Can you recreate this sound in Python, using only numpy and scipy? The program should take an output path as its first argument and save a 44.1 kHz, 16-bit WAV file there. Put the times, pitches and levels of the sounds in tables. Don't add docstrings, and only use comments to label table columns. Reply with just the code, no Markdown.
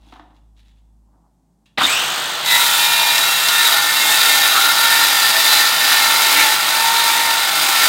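import sys
import numpy as np
from scipy import signal
from scipy.fft import rfft, irfft
from scipy.io import wavfile
from scipy.ndimage import map_coordinates

SR = 44100
rng = np.random.default_rng(int(sys.argv[2]) if len(sys.argv) > 2 else 0)


def pcm_store(signal):
    levels = np.round(np.clip(np.atleast_2d(signal), -1, 1) * 32767)
    wavfile.write(sys.argv[1], SR, levels.astype(np.int16).T)


N = 347508
TIME = np.arange(N) / SR

START_S, CONTACT_S = 1.774, 2.425
ENTRY_S, BURY_S = 0.1, 2.3
TEETH = 18
MODE_WIDTH_HZ, WANDER_DB = 17, 2.3


def from_db(db):
    return 10 ** (np.asarray(db) / 20)


def rms_one(x):
    return x / np.sqrt(np.mean(x ** 2) + 1e-20)


def in_time(rows):
    s, *columns = np.transpose(rows)
    return [np.interp(TIME, s, column) for column in columns]


def drift(rate_hz):
    r = np.exp(-40 * np.pi * rate_hz / SR)
    noise = rng.standard_normal(N // 20 + 4002)
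    slow = signal.lfilter([1], [1, -2 * r, r * r], noise)[4000:]
    return np.interp(np.arange(N) / 20, np.arange(len(slow)), rms_one(slow))


def ramp(start, length):
    return np.clip((TIME - start) / length, 0, 1)


def swell(s, half):
    return np.exp(-np.minimum(((TIME - s) / half) ** 2, 100) / 2)


def colour(x, spectrum):
    hz, db = np.transpose(spectrum)
    grid = np.linspace(1, SR / 2, 1025)
    gain = from_db(np.interp(np.log(grid), np.log(hz), db))
    cepstrum = irfft(np.log(gain))
    half = len(cepstrum) // 2
    cepstrum[1:half] *= 2
    cepstrum[half + 1:] = 0
    response = irfft(np.exp(rfft(cepstrum)))
    return signal.oaconvolve(x, response / np.linalg.norm(response))[:N]


def resonate(x, hz, width):
    r = np.exp(-np.pi * width / SR)
    zeros = np.array([1, 0, -1]) * (1 - r * r) / 2
    poles = [1, -2 * r * np.cos(2 * np.pi * hz / SR), r * r]
    return signal.lfilter(zeros, poles, x)


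def rotation():
    # (time [s], passing teeth [1/s])
    speed = [(2.51, 955), (2.65, 945), (3.41, 944), (4.11, 909), (4.6, 893), (4.88, 920), (5.5, 907),
             (6.34, 906), (6.48, 876), (7.04, 926), (7.8, 889)]
    kick_share, spin_up_s = .16, .13
    teeth_per_s, = in_time(speed)
    spun_up = 1 - (1 - kick_share) * np.exp(-np.maximum(TIME - START_S, 0) / spin_up_s)
    return np.cumsum(teeth_per_s * spun_up) / TEETH / SR


def background(turns, hum_hz=53.0, floor_db=-63, drone_db=-52, octave_db=-16):
    # (time [s], level [dB])
    hum_levels = [(0, -48), (.33, -53), (.46, -49), (1.0, -51), (1.4, -64), (7.88, -75)]
    # (frequency [Hz], level [dB])
    room_tone = [(80, -20.5), (170, -5.5), (280, -13.5), (480, -28.5), (850, -21.5), (1300, -36),
                 (2500, -45), (8000, -39), (15000, -49)]
    hum_db, = in_time(hum_levels)
    phase = 2 * np.pi * hum_hz * TIME + 0.44 * drift(2.2)
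    hum = from_db(hum_db) * (np.sin(phase) + from_db(octave_db) * np.sin(2 * phase))
    shaking = np.sin(2 * np.pi * 3 * turns) * (TIME > START_S)
    drone = from_db(drone_db + 2 * drift(22)) * shaking
    floor = from_db(floor_db) * colour(rng.standard_normal(N), room_tone)
    return np.sqrt(2) * (hum + drone) + floor


def rubs(rows, spectrum):
    envelope = sum(swell(s, half) * from_db(db) for s, half, db in rows)
    slips = rms_one(from_db(4.5 * drift(350)) * rng.standard_normal(N))
    return colour(envelope * slips, spectrum)


def blows(rows, spectrum):
    envelope = 0
    for s, db, t60 in rows:
        decay_db = -60 * np.clip((TIME - s) / t60, 0, 3)
        envelope = envelope + (TIME >= s) * from_db(db + decay_db)
    return colour(envelope * rng.standard_normal(N), spectrum)


def housing(x, level_db=-2.5):
    housing_hz = [2751, 3420, 3850]
    rings = from_db(2) * sum(resonate(x, hz, width=160) for hz in housing_hz)
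    return from_db(level_db) * (x + rings)


def handling(board_top_hz=1100):
    # (time [s], half length [s], level [dB])
    slides = [(.11, 0.072, -58.5), (.37, 0.016, -66), (.595, 0.018, -58.5), (.68, 0.03, -63.5),
              (.78, 0.016, -69)]
    # (time [s], level [dB], ring time t60 [s])
    clacks = [(1.658, -55.5, 0.16), (1.784, -24, 0.024)]
    # (time [s], half length [s], level [dB])
    shifts = [(.17, 0.13, -56), (1.15, 0.036, -61), (1.25, .035, -65)]
    # (time [s], level [dB], ring time t60 [s])
    bumps_and_kick = [(.124, -37, 0.09), (.158, -43, .08), (.196, -38, 0.045), (.305, -53, 0.06),
                      (1.784, -16.5, 0.045)]
    # (frequency [Hz], level [dB])
    slide_colour = [(150, -16), (1800, 1), (3500, 3), (9000, -10), (16000, -19)]
    # (frequency [Hz], level [dB])
    knock_colour = [(60, -18), (290, 12), (450, -5), (800, 9), (1800, -1.5), (2400, -7.5), (3600, -7.5),
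                    (16000, -63)]
    dull = signal.butter(4, board_top_hz, fs=SR, output="sos")
    shift = signal.sosfilt(dull, rubs(shifts, knock_colour))
    on_saw = rubs(slides, slide_colour) + blows(clacks, slide_colour)
    return housing(on_saw) + shift + blows(bumps_and_kick, knock_colour)


def surge(peak_db, rise_s, fall_s, idle_db):
    strain = np.exp(-np.maximum(TIME - START_S - rise_s, 0) / fall_s)
    return ramp(START_S, rise_s) * (from_db(idle_db) + from_db(peak_db) * strain)


def motor(turns, rough_db=0.5, throb_db=9):
    # (frequency [Hz], level [dB])
    rattle_colour = [(60, -34.5), (150, -11.5), (500, -5.5), (800, 2.5), (1350, 5), (2300, -1), (3600, 5.5),
                     (5100, -6), (5600, -31), (16000, -37)]
    # (frequency [Hz], level [dB])
    fan_colour = [(2000, -3), (6600, 6.5), (8700, 7.5), (9600, -2), (11600, -5.5), (12400, 6), (13100, -3),
                  (16000, -1)]
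    # (multiple of the rotation [1], relative level [dB])
    whine_orders = [(35, -11), (63, -2.5), (68, -2.5), (123, -13), (133, -12)]
    gears = surge(peak_db=-24.5, rise_s=0.002, fall_s=0.37, idle_db=-26.5)
    air = surge(peak_db=-26.5, rise_s=0.077, fall_s=0.53, idle_db=-39)
    strain = surge(peak_db=-19.5, rise_s=0.17, fall_s=0.095, idle_db=-41)

    roughness = from_db(rough_db * drift(250))
    rattle = colour(rng.standard_normal(N) * gears * roughness, rattle_colour)
    puffs = rms_one(from_db(-throb_db * (turns % 1)))
    fan = colour(rng.standard_normal(N) * air * puffs, fan_colour)
    mesh = 0
    for order, db in whine_orders:
        tone = np.sin(2 * np.pi * order * turns + 1.4 * drift(70))
        mesh = mesh + from_db(db + 3 * drift(60)) * tone
    return rattle + fan + mesh * strain


def rough_rings(rows):
    total = 0
    for s, half, hz, width, db in rows:
        ring = rms_one(resonate(rng.standard_normal(N), hz, width))
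        total = total + swell(s, half) * from_db(db) * ring
    return total


def singing():
    # (time [s], half length [s], frequency [Hz], peak level [dB])
    sings = [(2.54, .045, 2013, -17.5), (2.55, .04, 1906, -21), (2.51, .05, 3817, -22),
             (2.51, .035, 3930, -25), (2.95, .13, 2417, -22), (3.3, .2, 2723, -22.5),
             (3.68, .05, 3832, -19), (4.5, .35, 3829, -24), (4.38, .1, 1798, -20), (5.52, .12, 3620, -24),
             (5.56, .08, 4030, -21), (6.05, .14, 4040, -23)]
    # (time [s], half length [s], frequency [Hz], width [Hz], level [dB])
    chatters = [(1.786, 0.0045, 1900, 150, -15.5), (1.83, .04, 285, 30, -32),
                (1.818, 0.0077, 1210, 400, -14), (1.85, 0.011, 3620, 90, -10.5),
                (1.92, 0.03, 7900, 300, -23.5), (3.5, 0.16, 1770, 120, -28), (4.25, 0.099, 3870, 110, -23),
                (4.57, 0.016, 1320, 150, -14.5), (4.85, 0.16, 1380, 50, -22), (5.4, 0.63, 4730, 300, -25),
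                (6.384, 0.038, 2230, 350, -15.5), (6.39, 0.057, 302, 30, -32.5)]
    tones = 0
    for s, half, hz, db in sings:
        level = swell(s, half) * from_db(db + 2 * drift(10))
        tones = tones + level * np.sin(2 * np.pi * hz * TIME + .5 * drift(8))
    return tones + rough_rings(chatters)


def bites(turns, repeat, sharpness, depth_db=1.5):
    tooth, along = np.divmod(turns * TEETH, 1)
    tooth = tooth.astype(int)
    depth = rms_one(rng.standard_normal(TEETH))[tooth % TEETH]
    depth = depth + rng.standard_normal(tooth[-1] + 1)[tooth]
    rim = rng.standard_normal(size=900)
    same = map_coordinates(rim, [turns % 1 * len(rim)], order=3, mode="grid-wrap")
    share = np.clip(repeat, 0, 1)
    crackle = np.sqrt(share) * same + np.sqrt(1 - share) * rng.standard_normal(N)
    return rms_one(from_db(depth_db * depth) * np.exp(-sharpness * along) * crackle)


def effort(force, level_db, follows, buried_db, db_per_s):
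    buried = buried_db * ramp(CONTACT_S, BURY_S)
    creep = db_per_s * (TIME - CONTACT_S)
    return force ** follows * from_db(level_db + buried + creep)


def blade_ring(strikes):
    # (frequency [Hz], relative level at first contact [dB], change along the kerf [dB/s])
    modes = [(1365, -8, .9), (1410, 0, -.7), (1470, -4.5, -.1), (1793, 1, -.8), (1840, -5, -.3),
             (1890, -2, -1.6), (2132, -3, -.6), (2417, -4, -1.6), (2621, -4, -.8), (2724, 0, -1.4),
             (3075, -7, -1.8), (3243, -2.5, -1.6), (3472, -2, -1.2), (3530, -3, -1.1), (3618, -3, -.4),
             (3680, 0, -1.2), (3829, 4.5, -2.1), (3900, -2.5, 0), (4025, -4.5, .5), (4595, -6, .7),
             (4690, -7, -.5), (4990, -13, .9), (8300, -8, -.6), (9155, -10, -.6), (12330, -9, -.5)]
    ring = 0
    for hz, db, slope in modes:
        level_db = db + slope * (TIME - CONTACT_S) + WANDER_DB * drift(2)
        ring = ring + from_db(level_db) * rms_one(resonate(strikes, hz, MODE_WIDTH_HZ))
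    return ring


def blade_sizzle(strikes):
    high_modes = np.geomspace(5000, 15000, num=36) + rng.normal(0, 80, size=36)
    return rms_one(sum(from_db(WANDER_DB * drift(0.48)) * resonate(strikes, hz, MODE_WIDTH_HZ)
                       for hz in high_modes))


def cutting(turns, sizzle_db=-5, flutter_db=1.0):
    # (time [s], level [dB])
    feed = [(2.55, -11.5), (3.41, -14), (3.69, -11), (3.82, -14), (4.17, -10), (4.72, -12.5), (4.97, -11.5),
            (5.37, -12.5), (5.53, -9.5), (5.77, -13.5), (5.89, -10.5), (6.2, -11.5), (6.41, -9.5),
            (6.62, -14.5), (6.88, -11.5), (7.43, -14), (7.88, -9.5)]
    # (time [s], level [dB], ring time t60 [s])
    snaps = [(2.46, -14, .04), (2.663, -13, .03), (2.812, -13, 0.035), (3.18, -9.5, .03),
             (3.485, -8, 0.057)]
    # (frequency [Hz], level [dB])
    chip_colour = [(150, -26), (1000, -29.5), (2600, -7), (3100, -5), (3800, -.5), (4300, -3.5), (4900, -3),
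                   (5600, -8.5), (16000, -20.5)]
    board_colour = [(100, -40), (300, -12), (520, -12), (750, -4), (1350, -3.5), (2300, 0), (3000, -6.5),
                    (5000, -11.5)]
    spray_colour = [(300, -49), (3000, -33), (5500, -8.5), (8200, -4.5), (9700, -7.5), (11600, -5.5),
                    (12350, -6), (12900, -3), (15800, -9.5)]
    feed_db, = in_time(feed)
    force = ramp(CONTACT_S, ENTRY_S) * from_db(feed_db - feed_db.mean() + flutter_db * drift(62))
    chip = effort(force, level_db=-22.5, follows=1.2, buried_db=1.0, db_per_s=0.0)
    board = effort(force, level_db=-26.5, follows=1.35, buried_db=4, db_per_s=0.43)
    spray = effort(force, level_db=-21.5, follows=0.99, buried_db=2.0, db_per_s=-1.39)
    blade = effort(force, level_db=-28.5, follows=0.8, buried_db=.5, db_per_s=0)

    chips = colour(chip * bites(turns, repeat=0.26, sharpness=0.77), chip_colour)
    shake = colour(board * bites(turns, repeat=0.41, sharpness=1.7), board_colour)
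    dust = colour(spray * bites(turns, repeat=0.69, sharpness=0.5), spray_colour)
    strikes = bites(turns, repeat=0, sharpness=2.1)
    ring = blade * blade_ring(strikes)
    sizzle = from_db(sizzle_db) * spray * blade_sizzle(strikes)
    return chips + blows(snaps, chip_colour) + shake + dust + ring + sizzle


def tooth_tone(turns, waver_db=3.5, beat_db=1.5):
    # (multiple of the rotation [1], level [dB])
    runout = [(13, -42), (15, -41), (16, -34.5), (17, -37), (18, -36), (20, -45), (27, -40), (32, -44),
              (36, -39)]
    # (time [s], half length [s], level [dB])
    buzzes = [(2.583, 0.057, -26), (3.028, 0.14, -28), (4.96, 0.13, -24), (6.175, 0.24, -28),
              (6.474, 0.057, -25.5), (6.864, 0.087, -21.5), (7.183, 0.17, -22.5)]
    sides = 0
    for order, db in runout:
        tone = np.sin(2 * np.pi * order * turns + .45 * drift(9))
        sides = sides + tone * from_db(db + waver_db * drift(3.9))
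    even = sum(swell(s, half) * from_db(db) for s, half, db in buzzes) * from_db(beat_db * drift(20))
    flutter = 1 + .5 * np.cos(2 * np.pi * turns + .5 * drift(6))
    buzz = even * flutter * np.cos(2 * np.pi * TEETH * turns)
    return np.sqrt(2) * (ramp(CONTACT_S, ENTRY_S) * sides + buzz)


def room(x, wet_db=-9, wall_hz=6000, t60_s=0.52):
    t = TIME[:SR // 2]
    tail = rng.standard_normal(len(t)) * from_db(-60 * t / t60_s) * (t > .006)
    tail = signal.sosfilt(signal.butter(1, wall_hz, fs=SR, output="sos"), tail)
    return x + from_db(wet_db) * signal.oaconvolve(x, tail / np.linalg.norm(tail))[:N]


def scene():
    turns = rotation()
    tones = (tooth_tone(turns) + singing()) * (TIME > START_S)
    in_room = room(motor(turns) + cutting(turns) + handling())
    mono = in_room + tones + background(turns)
    return np.array([mono, mono])


def record(dry, cutoff_hz=15800):
    rounded = dry / (1 + (dry / .92) ** 8) ** (1 / 8)
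    lean = signal.sosfilt(signal.butter(2, 35, "high", fs=SR, output="sos"), rounded)
    return signal.sosfilt(signal.ellip(12, .1, 80, cutoff_hz, fs=SR, output="sos"), lean)


dry = scene()
out = record(dry)
pcm_store(out)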